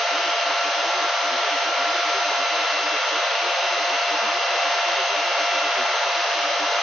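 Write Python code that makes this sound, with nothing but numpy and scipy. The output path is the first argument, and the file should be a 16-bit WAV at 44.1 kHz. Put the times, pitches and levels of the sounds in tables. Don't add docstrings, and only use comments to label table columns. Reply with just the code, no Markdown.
import sys
import numpy as np
from scipy import signal
from scipy.fft import rfft, irfft, next_fast_len
from scipy.io import wavfile
from scipy.ndimage import uniform_filter1d, map_coordinates

SR = 44100
rng = np.random.default_rng(int(sys.argv[2]) if len(sys.argv) > 2 else 0)


def put_to_file(sound):
    columns = np.atleast_2d(sound).T
    safe = np.clip(columns, -1, 1)
    whole_steps = np.round(safe * 32767)
    wavfile.write(sys.argv[1], SR, whole_steps.astype(np.int16))


N = 300762

BLADES = 7
# time_s, blade_pass_hz
SLOW_SPEED = [(0, 677.7), (0.4, 676.9), (1.05, 679.0), (3.2, 674.6), (5, 674.8), (5.6, 675.5),
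              (6.82, 673.5)]
FAST_SPEED = [(0, 699.2), (1.8, 698.9), (2.75, 700.8), (3.6, 698.5), (4.8, 697.6), (5.8, 699.5),
              (6.82, 696.7)]
# blade_pass_harmonic, first_place_db, second_place_db, left_minus_right_db
SLOW_WHINE = [(1, -35.8, -37.7, -2.2), (2, -33.7, -37.5, 1.9), (3, -48.5, -40.8, 1.3), (4, -40, -37, 2.1)]
FAST_WHINE = [(1, -31.2, -30.3, .7), (2, -41.7, -40.6, -.2), (3, -49, -45.5, -7), (4, -41, -39.5, .7)]
# shaft_multiple, level_db (before shaft_db)
SLOW_ORDERS = [(5, -51), (6, -49), (8, -46.5), (9, -49), (11, -53), (12, -54), (32, -55), (35, -55),
               (42, -55), (49, -60), (56, -61), (63, -51)]
FAST_ORDERS = [(6, -42), (9, -45.5), (12, -52), (16, -52), (18, -53), (35, -52.5), (42, -55), (63, -48.3)]
# centre_s, half_length_s, shaft_multiple, change_db
SLOW_CROSSINGS = [(.4, .35, 7, 2), (.45, .25, 28, 2), (1.1, .55, 12, 11), (1.25, .55, 28, -10),
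                  (1.3, .2, 5, 6), (1.85, .35, 5, 9), (2.35, .5, 14, 4.5), (2.85, .25, 28, 2),
                  (3.5, .35, 14, -10), (3.5, .2, 8, 7), (3.65, .25, 6, 6), (4.42, .15, 14, -6),
                  (4.55, .4, 8, 8), (4.75, .45, 6, 5), (5.45, .6, 7, 2.5), (5.5, .3, 28, 3),
                  (5.65, .3, 14, 3), (6.2, .1, 14, -12), (6.5, .3, 21, -4), (6.55, .35, 28, -7),
                  (6.55, .4, 7, -3), (6.55, .22, 6, 10)]
FAST_CROSSINGS = [(1.83, .18, 14, 6), (2.2, .25, 28, -4), (2.3, .3, 21, 6), (2.62, .22, 7, -4.5),
                  (2.68, .14, 14, -15), (2.7, .5, 28, -11), (3.1, .17, 7, -7), (3.15, .33, 14, 5),
                  (3.53, .2, 9, 7), (4.9, .45, 9, 5), (5.75, .35, 14, 4.5), (5.9, .2, 7, -3.8),
                  (5.9, .22, 28, -9), (6.65, .3, 14, -4.5)]
ORDER_PAN_SCATTER_DB = 2.5
# pitch_hz, likeness (0 to 1)
ALIKE = [(250, 1), (480, 1), (570, 0.89), (740, 0.98), (1000, 0.88), (1700, 0.83), (2500, 0.68),
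         (3500, 0.67), (5000, .53), (6500, 0.47)]
# pitch_hz, relative_density_db
AIR_COLOUR = [(470, -6.5), (520, 1), (900, 0.53), (1400, 0.7), (1900, -0.5), (3100, -3), (4400, -6.5),
              (5200, -7), (6430, -9.5), (6520, -19.5), (7000, -33)]
# centre_hz, width_hz, change_db
CASE_COLOUR = [(485, 25, 3), (512, 18, -4), (536, 24, 4.5), (585, 40, 2.5), (640, 25, -1.5), (725, 30, -2),
               (875, 55, 3.4), (950, 60, 2.6), (1025, 40, -1), (1065, 40, 1), (1145, 70, 1.5),
               (1235, 50, 2), (1560, 70, -1.7), (1900, 80, -1.3), (2120, 140, 1), (2620, 60, -1.3),
               (2900, 300, 1.5), (3180, 130, 2.3), (4060, 220, 3)]
LOW_EDGE_HZ, EDDY_DB = 462, 0.6
SHADE_FIRST_DB, SHADE_SECOND_DB = 0.9, 1.2
MOVE_START_S, MOVE_LENGTH_S = 1.72, 0.65
# centre_s, pitch_hz, peak_db (before level_db)
STRONG_BLIPS = [(.15, 293, -42), (.28, 312, -43), (.5, 293, -45), (.67, 293, -43), (.79, 310, -45),
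                (.97, 366, -39), (1.03, 304, -43), (1.26, 299, -44), (1.34, 262, -43), (1.35, 361, -41),
                (1.54, 295, -40), (1.68, 304, -43), (1.81, 275, -45), (1.89, 310, -41), (1.97, 361, -40),
                (2.08, 310, -42), (2.17, 393, -37), (2.28, 300, -44), (2.41, 275, -45), (2.54, 326, -43),
                (2.62, 312, -44), (2.75, 299, -45), (2.86, 301, -41), (2.94, 304, -42), (3.15, 307, -41),
                (3.48, 353, -43), (3.82, 312, -44), (3.94, 291, -45), (4.14, 304, -39), (4.25, 222, -46),
                (4.29, 310, -42), (4.67, 299, -46), (5, 388, -37), (5.13, 404, -37), (5.19, 304, -43),
                (5.42, 304, -43), (5.57, 293, -45), (5.65, 304, -42), (5.8, 371, -39), (5.81, 255, -44),
                (6.38, 312, -45), (6.46, 299, -43), (6.63, 299, -37)]
# pitch_hz, pitch_scatter_hz, rate_per_s, peak_db (before scatter and level_db)
WEAK_BLIPS = [(348, 16, 4.5, -44.5), (396, 12, 6, -44.5), (458, 14, 6, -43)]
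BLIP_S, WEAK_SCATTER_DB, GLIDE_SCATTER_HZ_PER_S = 0.1, 2.5, 350
TOP_HZ = 7100


def amp(db):
    return 10 ** (np.asarray(db) / 20)


def unit(x):
    return x / np.sqrt(np.mean(x ** 2) + 1e-20)


def along(points, hz):
    point_hz, values = np.transpose(points)
    return np.interp(np.log(hz + 1), np.log(point_hz + 1), values)


def curve(rows):
    time_s, values = np.transpose(rows)
    return np.interp(np.arange(N) / SR, time_s, values)


def wobble(rate_hz):
    knots = rng.standard_normal(int(N * rate_hz / SR) + 4)
    return map_coordinates(knots, [np.arange(N) * rate_hz / SR], order=2, mode="nearest")


def filtered(x, response):
    size = next_fast_len(N + SR // 2)
    hz = np.fft.rfftfreq(size, 1 / SR)
    return irfft(rfft(x, size) * response(hz), size)[..., :N]


def spread(hz):
    return np.arccos(np.clip(along(ALIKE, hz), 0, 1)) / 2


def moved(first_db, second_db):
    progress = np.clip((np.arange(N) / SR - MOVE_START_S) / MOVE_LENGTH_S, 0, 1)
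    return first_db + (second_db - first_db) * progress


def standing_wave(crossings, order):
    t = np.arange(N) / SR
    return sum(db * np.exp(-((t - centre_s) / half_s) ** 2)
               for centre_s, half_s, line, db in crossings if line == order)


def tone(phase, hz, flutter_db, pan_db, width):
    sides = np.array([[0.5], [-0.5]])
    lead_rad = width * np.tan(spread(hz)) * wobble(0.7)
    gain = amp(flutter_db * wobble(14) + sides * pan_db)
    return np.sqrt(2) * gain * np.sin(phase + sides * lead_rad)


def fan(speed, whine, crossings, orders, shaft_db, flutter_db, wander_db):
    shaft_hz = curve(speed) / BLADES
    angle = 2 * np.pi * np.cumsum(shaft_hz) / SR
    lines = [(BLADES * round(harmonic), moved(first_db, second_db), pan_db)
             for harmonic, first_db, second_db, pan_db in whine]
    for order, db in orders:
        level_db = db + shaft_db + wander_db * wobble(2.5)
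        lines.append((order, level_db, rng.normal(0, ORDER_PAN_SCATTER_DB)))
    total = np.zeros((2, N))
    for order, level_db, pan_db in lines:
        phase = order * angle + rng.uniform(0, 2 * np.pi)
        line_flutter_db = flutter_db * min(order / BLADES, 2)
        line = tone(phase, order * shaft_hz.mean(), line_flutter_db, pan_db, width=0.96)
        total += amp(level_db + standing_wave(crossings, order)) * line
    return total


def rush(colour_db, patchy_db):
    cells = signal.stft(rng.standard_normal((2, N)), nperseg=512)[2]
    eddies = uniform_filter1d(rng.standard_normal(cells.shape[1:]), size=5, axis=0)
    eddies = uniform_filter1d(eddies, size=40, axis=1)
    pair = signal.istft(cells * amp(patchy_db * unit(eddies)), nperseg=512)[1][:, :N]

    def mid_side_gain(hz):
        return amp(colour_db(hz)) * np.array([np.cos(spread(hz)), np.sin(spread(hz))])

    mid, side = filtered(pair, mid_side_gain)
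    return unit(np.array([mid + side, mid - side]))


def air(level_db, shade_hz, shade_width_hz):
    def colour_db(hz):
        case_db = sum(db * np.exp(-2 * ((hz - centre_hz) / width_hz) ** 2)
                      for centre_hz, width_hz, db in CASE_COLOUR)
        edge_db = -10 * np.log10(1 + (LOW_EDGE_HZ / np.maximum(hz, 100)) ** 80)
        return along(AIR_COLOUR, hz) + case_db + edge_db

    flow = rush(colour_db, patchy_db=EDDY_DB)
    upper = filtered(flow, lambda hz: np.exp(-((hz - shade_hz) / shade_width_hz) ** 2))
    shade_db = moved(SHADE_FIRST_DB, SHADE_SECOND_DB)
    return amp(level_db) * (flow + (amp(shade_db) - 1) * upper)


def reflected(x, strength, longest_s, count=10):
    delays_s = rng.uniform(0.004, longest_s, count)
    signs = rng.choice([-1, 1], count)
    copies = sum(sign * np.roll(x, round(s * SR), axis=-1) for s, sign in zip(delays_s, signs))
    return (x + strength * copies) / np.sqrt(1 + count * strength ** 2)


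def warble(level_db):
    t = np.arange(round(BLIP_S * SR)) / SR
    swell = np.sin(np.pi * t / BLIP_S) ** 2
    blips = list(STRONG_BLIPS)
    for pitch_hz, scatter_hz, rate_hz, db in WEAK_BLIPS:
        count = round(rate_hz * N / SR)
        moments_s = (np.arange(count) + rng.uniform(0, 1, count)) / rate_hz
        for s in moments_s:
            blip_hz = pitch_hz + scatter_hz * rng.standard_normal()
            blips.append((s, blip_hz, db + WEAK_SCATTER_DB * rng.standard_normal()))
    total = np.zeros(N + len(t))
    for s, pitch_hz, db in blips:
        hz = pitch_hz + GLIDE_SCATTER_HZ_PER_S * rng.standard_normal() * (t - BLIP_S / 2)
        blip = swell * np.sin(2 * np.pi * np.cumsum(hz) / SR)
        start = min(round(s * SR), N)
        total[start:start + len(t)] += amp(db + level_db) * blip
    return total[len(t) // 2:][:N]


def scene():
    slow = fan(SLOW_SPEED, SLOW_WHINE, SLOW_CROSSINGS, SLOW_ORDERS,
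               shaft_db=-0.5, flutter_db=0.85, wander_db=1.5)
    fast = fan(FAST_SPEED, FAST_WHINE, FAST_CROSSINGS, FAST_ORDERS,
               shaft_db=-0.5, flutter_db=0.65, wander_db=1.0)
    flow = air(level_db=-24.0, shade_hz=3550, shade_width_hz=650)
    flow = reflected(flow, strength=0.063, longest_s=0.028)
    return slow + fast + flow * amp([[0.1], [-0.1]]) + warble(level_db=2.5)


def record(dry):
    return filtered(dry, lambda hz: hz < TOP_HZ)


dry = scene()
out = record(dry)
put_to_file(out)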